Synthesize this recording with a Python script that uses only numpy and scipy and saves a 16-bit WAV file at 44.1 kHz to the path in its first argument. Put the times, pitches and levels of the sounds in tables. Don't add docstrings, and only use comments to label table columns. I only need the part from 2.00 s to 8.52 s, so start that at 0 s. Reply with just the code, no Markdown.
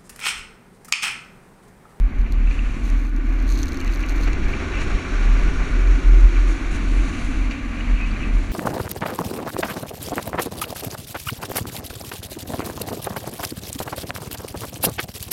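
import sys
import numpy as np
from scipy import signal
from scipy.fft import rfft, irfft
from scipy.io import wavfile

SR = 44100
rng = np.random.default_rng(int(sys.argv[2]) if len(sys.argv) > 2 else 0)


def unload_wav(signal):
    wavfile.write(
        sys.argv[1],
        SR,
        np.round(np.clip(np.atleast_2d(signal).T, -1, 1) * 32767).astype(np.int16),
    )


N = 287532


def from_db(db):
    return 10 ** (np.asarray(db) / 20)


def rms_one(x):
    return x / np.sqrt(np.mean(x ** 2) + 1e-20)


def in_time(rows):
    s, *columns = np.transpose(rows)
    return [np.interp(np.arange(N) / SR, s, c) for c in columns]


def drift(rate_hz):
    r = np.exp(-2 * np.pi * rate_hz / SR)
    settled = signal.lfilter([1], [1, -2 * r, r * r], rng.standard_normal(N + SR))[SR:]
    return rms_one(settled)


def coloured(spectrum, lifts=()):
    hz = np.arange(1, N // 2 + 2) * SR / N
    point_hz, point_db = np.transpose(spectrum)
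    db = np.interp(np.log(hz), np.log(point_hz), point_db, left=-99, right=-99)
    for centre_hz, width_hz, lift_db in lifts:
        db = db + lift_db / (1 + (2 * (hz - centre_hz) / width_hz) ** 2)
    return rms_one(irfft(rfft(rng.standard_normal(N)) * from_db(db), N))


def filtered(x, order, edge_hz, kind):
    return signal.sosfilt(signal.butter(order, edge_hz, kind, fs=SR, output="sos"), x)


def ring(clicks, hz, t60_s):
    r = from_db(-60 / (t60_s * SR))
    w = 2 * np.pi * hz / SR
    return signal.lfilter([0, np.sin(w)], [1, -2 * r * np.cos(w), r * r], clicks + 1e-18)


def tone(hz):
    turns = np.cumsum(hz * np.ones(N)) / SR + rng.random()
    return np.sqrt(2) * np.sin(2 * np.pi * turns)


def hump(centre_hz, width_hz):
    phase = 2 * np.pi * np.cumsum(centre_hz) / SR
    slow = filtered(rng.standard_normal((2, N)), 3, width_hz / 2, "low")
    return rms_one(slow[0] * np.cos(phase) + slow[1] * np.sin(phase))


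def slips(per_s, uneven_db):
    born = rng.random(N) < per_s / SR
    size = from_db(uneven_db * np.minimum(rng.exponential(1, N), 4))
    return born * size * rng.choice([-1, 1], N)


def swells(rows, edge_s, fall_s=None):
    rise_s, fall_s = edge_s, fall_s or edge_s
    out = np.zeros(N)
    for start, length, height in rows:
        first = max(int((start - rise_s) * SR), 0)
        last = min(int((start + length + fall_s) * SR), N)
        at = np.arange(first, last)
        rise = (at / SR - start) / rise_s
        fall = (start + length - at / SR) / fall_s
        ramp = np.clip(np.minimum(rise, fall) + .5, 0, 1)
        out[at] += height * np.sin(np.pi / 2 * ramp) ** 2
    return out


# start t/s, length t/s, level/dB, f/Hz
BOOM_SWELLS = [(0.01, 0.053, -7, 39.2), (0.158, 0.1, -13.5, 39.7), (0.316, 0.2, -16, 38.8),
               (0.554, 0.13, -18.5, 38.8), (0.717, 0.034, -19, 38), (0.811, 0.059, -22.5, 39.1),
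               (0.893, 0.11, -15.5, 39.2), (1.033, 0.2, -19, 38.25), (1.259, 0.33, -17, 40.15),
               (1.589, 0.14, -28.5, 40.6), (1.848, 0.078, -15, 39.9), (1.96, 0.074, -19.5, 40.1),
               (2.076, 0.27, -19, 40.7), (2.45, 0.031, -19.5, 38.7), (2.753, 0.086, -18, 39.2),
               (2.929, 0.043, -15, 37.9), (3.121, 0.12, -16.5, 37.94), (3.242, 0.13, -12.5, 37.95),
               (3.386, 0.1, -14, 39.6), (3.581, 0.055, -15.5, 37.5), (3.728, 0.25, -12.5, 40.8),
               (4.056, 0.24, -9, 41.33), (4.336, .21, -13.5, 39.76), (4.592, .25, -22.5, 40.48),
               (4.89, .15, -17, 40.4), (5.228, 0.12, -22, 40.03), (5.368, .14, -18, 40.8),
               (5.594, 0.34, -29, 41.45), (5.892, 0.083, -16, 39.3), (6.008, 0.19, -23, 37.8),
               (6.276, 0.13, -17, 39.2), (6.488, 0.099, -20, 39.2)]


def boom():
    start, length, level_db, pitch_hz = np.transpose(BOOM_SWELLS)
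    hz, = in_time(np.c_[start + length / 2, pitch_hz])
    size = swells(np.c_[start, length, from_db(level_db)], edge_s=0.087, fall_s=0.091)
    size = size + from_db(-43.5)
    return size * from_db(1.37 * drift(15.6)) * tone(hz + 1.14 * drift(8.5))


# t/s, f/Hz, level/dB
FIRING_NOTE = [(0, 77, -42), (.44, 77.3, -35), (.9, 77.8, -42), (1.47, 78.5, -42), (1.9, 81, -37),
               (2.3, 82.7, -35.5), (2.8, 84.8, -36.5), (3.5, 86.6, -37.5), (4.3, 87.2, -38.5),
               (5.0, 87, -37), (5.7, 86.8, -37), (6.52, 86.8, -34.5)]
# multiple of the firing f, level/dB against the firing note
OVERTONES = [(2, -16), (3, -13)]


def engine():
    hz, level_db = in_time(FIRING_NOTE)
    notes = tone(hz) + sum(from_db(db) * tone(k * hz) for k, db in OVERTONES)
    return from_db(level_db + 0.64 * drift(2.6)) * notes


# t/s, roar level/dB, top hiss level/dB
AIRFLOW = [(0, -44.5, -84), (.3, -43, -85), (.6, -41, -64.5), (.9, -41.5, -62), (1.12, -45, -76),
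           (1.4, -39, -79), (1.7, -40.5, -69), (2.0, -37, -78), (2.4, -36, -67.5), (2.9, -34, -63),
           (3.5, -34.5, -61), (4.1, -36.5, -62.5), (4.6, -36.5, -61.5), (5.2, -37, -58.5),
           (5.65, -38.5, -66), (6.2, -37, -65), (6.52, -40, -59)]


def airflow():
    roar_db, top_db = in_time(AIRFLOW)
    return roar_db, top_db, roar_db + 37, top_db + 66


# f/Hz, relative level/dB per Hz
RUMBLE_SPECTRUM = [(8.8, -45), (15, 0.5), (27, -14), (46, 3.5), (56, -9.5), (70, -13.5), (100, -21),
                   (130, -22.5), (188, -22.5), (268, -24.5), (541, -42.5), (1000, -47), (1300, -90),
                   (2200, -120)]


def rumble():
    flow_db = airflow()[2]
    rough_db = swells([(2.2, 0.72, 2.58)], edge_s=0.14)
    level_db = -27 + 0.35 * flow_db + rough_db + 2.5 * drift(1.8)
    dips = [(45.7, 14.0, -9.0), (189.4, 29, -4.0)]  # Hz, width Hz, dB
    return from_db(level_db) * coloured(RUMBLE_SPECTRUM, dips)


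# t/s, centre f/Hz, share of broad noise [0-1], level/dB
WHOOSH_CURVE = [(0, 225, 0.3, -40.5), (.7, 250, 0.14, -37), (1.5, 285, 0.23, -33), (2.2, 295, 0.26, -35),
                (2.8, 275, 0.86, -38), (3.5, 265, 0.7, -35.5), (4.2, 285, 0.24, -38),
                (4.8, 280, 0.51, -34.5), (5.5, 260, 0.06, -32), (6.1, 240, 0.09, -33),
                (6.52, 270, 0.6, -37.5)]
# t/s, centre f/Hz, level/dB
UPPER_HUMP = [(0, 290, -49.5), (1.3, 333.8, -45), (2.1, 358.8, -45), (2.7, 371, -37), (3.3, 395, -42.5),
              (4.3, 355.1, -39.5), (5.0, 329.4, -42.5), (5.8, 305.4, -44.5), (6.52, 329.4, -44.5)]


def whoosh():
    centre_hz, broad, level_db = in_time(WHOOSH_CURVE)
    upper_hz, upper_db = in_time(UPPER_HUMP)
    narrow_noise = np.sqrt(1 - broad) * hump(centre_hz, width_hz=70.4)
    broad_noise = np.sqrt(broad) * hump(centre_hz, width_hz=143)
    upper_noise = from_db(upper_db) * hump(upper_hz, width_hz=62.0)
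    return from_db(level_db) * (narrow_noise + broad_noise) + upper_noise


# start t/s, length t/s, lift level/dB
JOLT_SWELLS = [(.5, 0.033, 2.5), (2.272, 0.014, 5), (2.326, .015, 2.5), (2.485, 0.0077, 4),
               (2.6, 0.06, 1.5), (2.72, 0.115, 1), (2.9, 0.02, 2.5), (5.508, 0.016, 4.5)]


def jolt_lift():
    return swells(JOLT_SWELLS, edge_s=0.007)


# f/Hz, relative level/dB per Hz
ROAR_SPECTRUM = [(260, -15), (450, -2.5), (903, -7), (1160, -5.5), (1320, -6), (1470, -1.5), (1940, -3.5),
                 (2310, -1), (3600, -28.5), (4680, -66), (7920, -120)]
# f/Hz, width f/Hz, lift level/dB
CASE_RESONANCES = [(1160, 194, 6.5), (700, 110, 2), (2345, 36, 2.5), (2580, 260, 1.5), (2796, 59, 4.5),
                   (3910, 120, 7.5), (7970, 250, 5.5), (9030, 270, 5.5)]
# t/s, level/dB
HOLLOW_LEVEL = [(0, -69), (1.2, -54), (2.0, -49), (2.6, -46), (3.1, -42), (3.8, -42.5), (4.3, -45),
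                (5.2, -49), (6.52, -67)]


def roar(gust):
    hollow_db = in_time(HOLLOW_LEVEL)[0] + drift(12)
    hollow = from_db(hollow_db) * rms_one(ring(rng.standard_normal(N), 1462, t60_s=0.022))
    roar_db = airflow()[0] + jolt_lift() + 0.71 * gust + 0.68 * drift(38)
    return hollow + from_db(roar_db) * coloured(ROAR_SPECTRUM, CASE_RESONANCES)


# start t/s, length t/s, lift level/dB
CREAK_SPELLS = [(.25, 0.69, 10), (.47, 0.12, 7), (.62, 0.05, 7.5), (2.02, 0.022, 11), (4.7, 1.4, 10.5),
                (1.8, 0.035, 17.5), (1.855, 0.043, 18.5), (2.32, 0.039, 10), (2.53, 0.013, 9),
                (2.72, .11, 15), (4.35, 0.021, 13), (5.5, 0.087, 6.5), (5.79, 0.024, 7), (5.95, 0.21, 6),
                (6.11, 0.064, 7), (6.2, 0.095, 17.5)]


def creak_lift():
    return swells(CREAK_SPELLS, edge_s=0.0073)


# f/Hz, relative level/dB per Hz
HISS_SPECTRUM = [(1650, -10), (2800, -1), (3620, -2), (3910, -5.5), (4380, -2), (4980, -12.5), (5940, -6),
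                 (6900, -8), (8480, -25.5), (9370, -16), (12300, -39.5), (13900, -42), (14400, -33),
                 (14900, -31), (15200, -55)]
# start t/s, length t/s, lift of the top hiss level/dB
SAND_SPRAYS = [(.27, 0.088, 9), (.46, 0.1, 6), (2.8, 0.048, 7.5), (4.47, 0.063, 6.5), (4.71, 0.069, 7),
               (4.88, 0.58, 3), (5.5, 0.036, 3)]
# t/s, lower band lift level/dB, upper band lift level/dB
BAND_SHADING = [(0, -2, -4), (1.8, 6, -3), (2.4, 4, -0.5), (4.4, 4.5, 2), (5.0, -2, -1), (6.52, -1, -6)]
# low edge f/Hz, high edge f/Hz
SHADED_BANDS = [(5350, 5750), (6350, 6750)]


def hiss(gust):
    _, top_db, flow_db, top_flow_db = airflow()
    spray_db = swells(SAND_SPRAYS, edge_s=0.017)
    low_db = -48 + flow_db + 0.2 * top_flow_db
    low_db = low_db + 0.35 * spray_db + jolt_lift() + 0.029 * creak_lift()
    top_db = top_db + spray_db + 1.15 * drift(13.0)
    noise = from_db(0.5 * gust + 0.7 * drift(46)) * coloured(HISS_SPECTRUM, CASE_RESONANCES)
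    low = rms_one(filtered(noise, 4, 8200, "low"))
    top = rms_one(filtered(noise, 4, 8200, "high"))
    for lift_db, band_hz in zip(in_time(BAND_SHADING), SHADED_BANDS):
        band_pass = signal.butter(2, band_hz, "band", fs=SR, output="sos")
        low = low + (from_db(lift_db) - 1) * signal.sosfiltfilt(band_pass, low)
    return from_db(low_db) * low + from_db(top_db) * top


def ride():
    gust = drift(8.4)
    return rumble() + whoosh() + roar(gust) + hiss(gust)


# f/Hz, rms level/dB
CAMERA_WHINE = [(11719, -83.5), (14626, -80.5), (14655, -90)]
# f/Hz, relative level/dB per Hz
MICROPHONE_NOISE = [(3000, -6), (10000, 11), (12500, 6), (14400, 4), (15300, -15)]


def camera():
    whine = sum(from_db(db) * tone(hz) for hz, db in CAMERA_WHINE)
    return whine + from_db(-73.0) * coloured(MICROPHONE_NOISE)


# f/Hz, level/dB, t60 t/s
TRIM_MODES = [(2057, -8, 0.061), (2374, 1, 0.028), (2530, -3.5, 0.016), (2630, -2.5, 0.027),
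              (2840, -15.5, 0.1)]
# t/s, strength level/dB before the drive trim and the modes
TRIM_KNOCKS = [(0.2617, -25), (2.036, -15), (2.275, -24), (2.33, -21), (2.464, -31), (2.5366, -15),
               (2.5964, -24), (2.7344, -21), (2.7551, -23), (2.776, -23), (2.907, -23), (2.9418, -25),
               (4.357, -22), (4.7402, -21), (5.0614, -32), (5.5114, -19)]


def creak():
    flow_db = airflow()[2]
    level_db = -62.5 + 1.2 * flow_db + creak_lift()
    clicks = from_db(level_db) * slips(700 * from_db(2 * drift(20)), uneven_db=2)
    s, knock_db = np.transpose(TRIM_KNOCKS)
    clicks[(s * SR).astype(int)] += from_db(knock_db - 13)
    rings = np.zeros(N)
    for hz, db, t60_s in TRIM_MODES:
        uneven_clicks = clicks * from_db(db + rng.normal(0, 3, N))
        rings += ring(uneven_clicks, hz, t60_s)
    return filtered(rings, 3, [1900, 3100], "band")


# start t/s, end t/s, grain level/dB before the modes
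CRACKLE_BURSTS = [(0.184, 0.22, -61.5), (0.832, 0.9, -55.5), (0.935, 1.097, -58.5), (1.25, 2.32, -59.5),
                  (1.469, 1.566, -52), (1.573, 1.643, -51.5), (1.68, 1.695, -55), (1.865, 1.88, -59),
                  (1.929, 1.947, -53), (2.003, 2.01, -54), (2.085, 2.125, -57), (2.14, 2.185, -58),
                  (2.2, 2.252, -54.5), (2.477, 2.518, -58.5)]
# t/s, strength level/dB, top strength level/dB (relative); both before trims and modes
SINGLE_CRACKS = [(0.3226, -27.5, -4), (0.9008, -27, -10), (1.0511, -35, -11), (1.1633, -34, -9),
                 (1.2954, -40, -12), (1.3914, -37, -13), (1.401, -35, -14), (1.4259, -37, -5),
                 (1.4783, -39, -13), (1.4825, -32, -13), (1.492, -26, -15), (1.5007, -27, -19),
                 (1.509, -27, -6), (1.517, -28, -5), (1.523, -22.5, -15), (1.5322, -29, -3),
                 (1.544, -28, -15), (1.5534, -30, -9), (1.5579, -28, -16), (1.575, -22, -14),
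                 (1.59, -23, -3), (1.6015, -34, -5), (1.6167, -33, -8), (1.631, -21, -13), (1.636, -26, -9),
                 (1.657, -27, -5), (1.6696, -32, -5), (1.6829, -27, -10), (1.6889, -28, -10),
                 (1.7212, -27, -8), (1.7318, -30, -5), (1.7445, -26, -9), (1.7565, -30, -18),
                 (1.772, -26, -9), (1.7994, -28, -5), (1.8039, -24, -11), (1.8128, -29, -4),
                 (1.8466, -28, -7), (1.8612, -29, -15), (1.8729, -32, -7), (1.878, -24, -21),
                 (1.9144, -31, -5), (1.92, -30, -14), (1.9253, -25, -13), (1.937, -26, -9),
                 (1.9504, -31, -2), (1.959, -21, -21), (1.973, -31, -6), (1.994, -30.5, -7),
                 (2.0072, -30, -6), (2.0131, -31, -7), (2.029, -29, -14), (2.0623, -31, -5),
                 (2.0832, -37, -1), (2.0878, -24, -11), (2.0949, -20.5, -10), (2.108, -33, -4),
                 (2.1613, -30, -17), (2.1807, -33, -7), (2.206, -32, -6), (2.2112, -30, -15),
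                 (2.2257, -31, -7), (2.2333, -23, -17), (2.239, -29, -17), (2.2436, -34, -5),
                 (2.2618, -33, -23), (2.3316, -27, -23), (2.5053, -35, -12), (5.511, -32, -17)]
# f/Hz, level/dB, t60 t/s
MOUNT_MODES = [(4250, 0.5, 0.0045), (6300, -0.5, 0.004), (8900, -7, 0.0013), (11300, -7.5, 0.0011),
               (13300, -10, 0.0012), (14900, -15, 0.001)]


def crackle_grains():
    start, end, grain_db = np.transpose(CRACKLE_BURSTS)
    size = swells(np.c_[start, end - start, from_db(grain_db)], edge_s=0.0078)
    per_s = 2000 * np.sqrt(size / size.max())
    return size * slips(per_s * from_db(2.5 * drift(40)), uneven_db=3.0)


def mount():
    grains = crackle_grains()
    s, crack_db, top_db = np.transpose(SINGLE_CRACKS)
    at = (s * SR).astype(int)
    spread_db = rng.normal(0, 2.3, (len(at), len(MOUNT_MODES)))
    late = (rng.random(spread_db.shape) * .0004 * SR).astype(int)
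    tail = np.exp(-1 / (.0015 * SR))
    out = np.zeros(N)
    for k, (hz, db, t60_s) in enumerate(MOUNT_MODES):
        hit_db = crack_db + db - 5.5 + spread_db[:, k]
        if hz > 8000:
            hit_db = hit_db + top_db + 8
        cracks = np.zeros(N)
        cracks[at + late[:, k]] = from_db(hit_db)
        crumbs = signal.lfilter([1], [1, -tail], cracks) * slips(4000, uneven_db=2)
        crackle = grains * from_db(db + rng.normal(0, 3.7, N))
        out += ring(crackle + cracks + 0.27 * crumbs, hz, t60_s)
    return filtered(out, 2, 3200, "high")


# t/s, peak level/dB before roughening, mid-squeak f/Hz, length t/s
TRIM_SQUEAKS = [(.472, -37, 2630, .012), (0.507, -33, 2460, .014), (0.591, -24.5, 2690, 0.0052),
                (0.694, -33, 2380, .014), (0.706, -38, 2700, .010), (5.511, -36, 4580, 0.006),
                (5.772, -31.5, 2417, 0.016), (5.802, -33, 2890, 0.017), (6.006, -29, 2540, 0.031),
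                (6.024, -30, 2540, 0.0426), (6.042, -33, 2603, 0.024), (6.11, -42, 4570, 0.013),
                (6.125, -34, 2360, .02), (6.155, -33.5, 2440, 0.024), (6.229, -33, 2610, 0.024)]


def squeaks():
    out = np.zeros(N)
    for s, peak_db, hz, length in TRIM_SQUEAKS:
        t = np.arange(int(max(length, .004) * SR)) / SR
        progress = t / t[-1]
        shape = np.sin(np.pi * progress ** .6) ** 2
        squeak = np.sin(2 * np.pi * hz * t * (1 + 0.03 * (progress - 1) / 2))
        at = int(s * SR)
        out[at:at + len(t)] += (from_db(peak_db) * shape * squeak)[:N - at]
    return out * from_db(2 * drift(250))


def scene():
    return (boom() + engine() + ride() + camera() + creak() + mount() + squeaks())[None]


def record(dry):
    return signal.sosfilt(signal.cheby2(14, 60, 15800, fs=SR, output="sos"), dry)


dry = scene()
out = record(dry)
unload_wav(out)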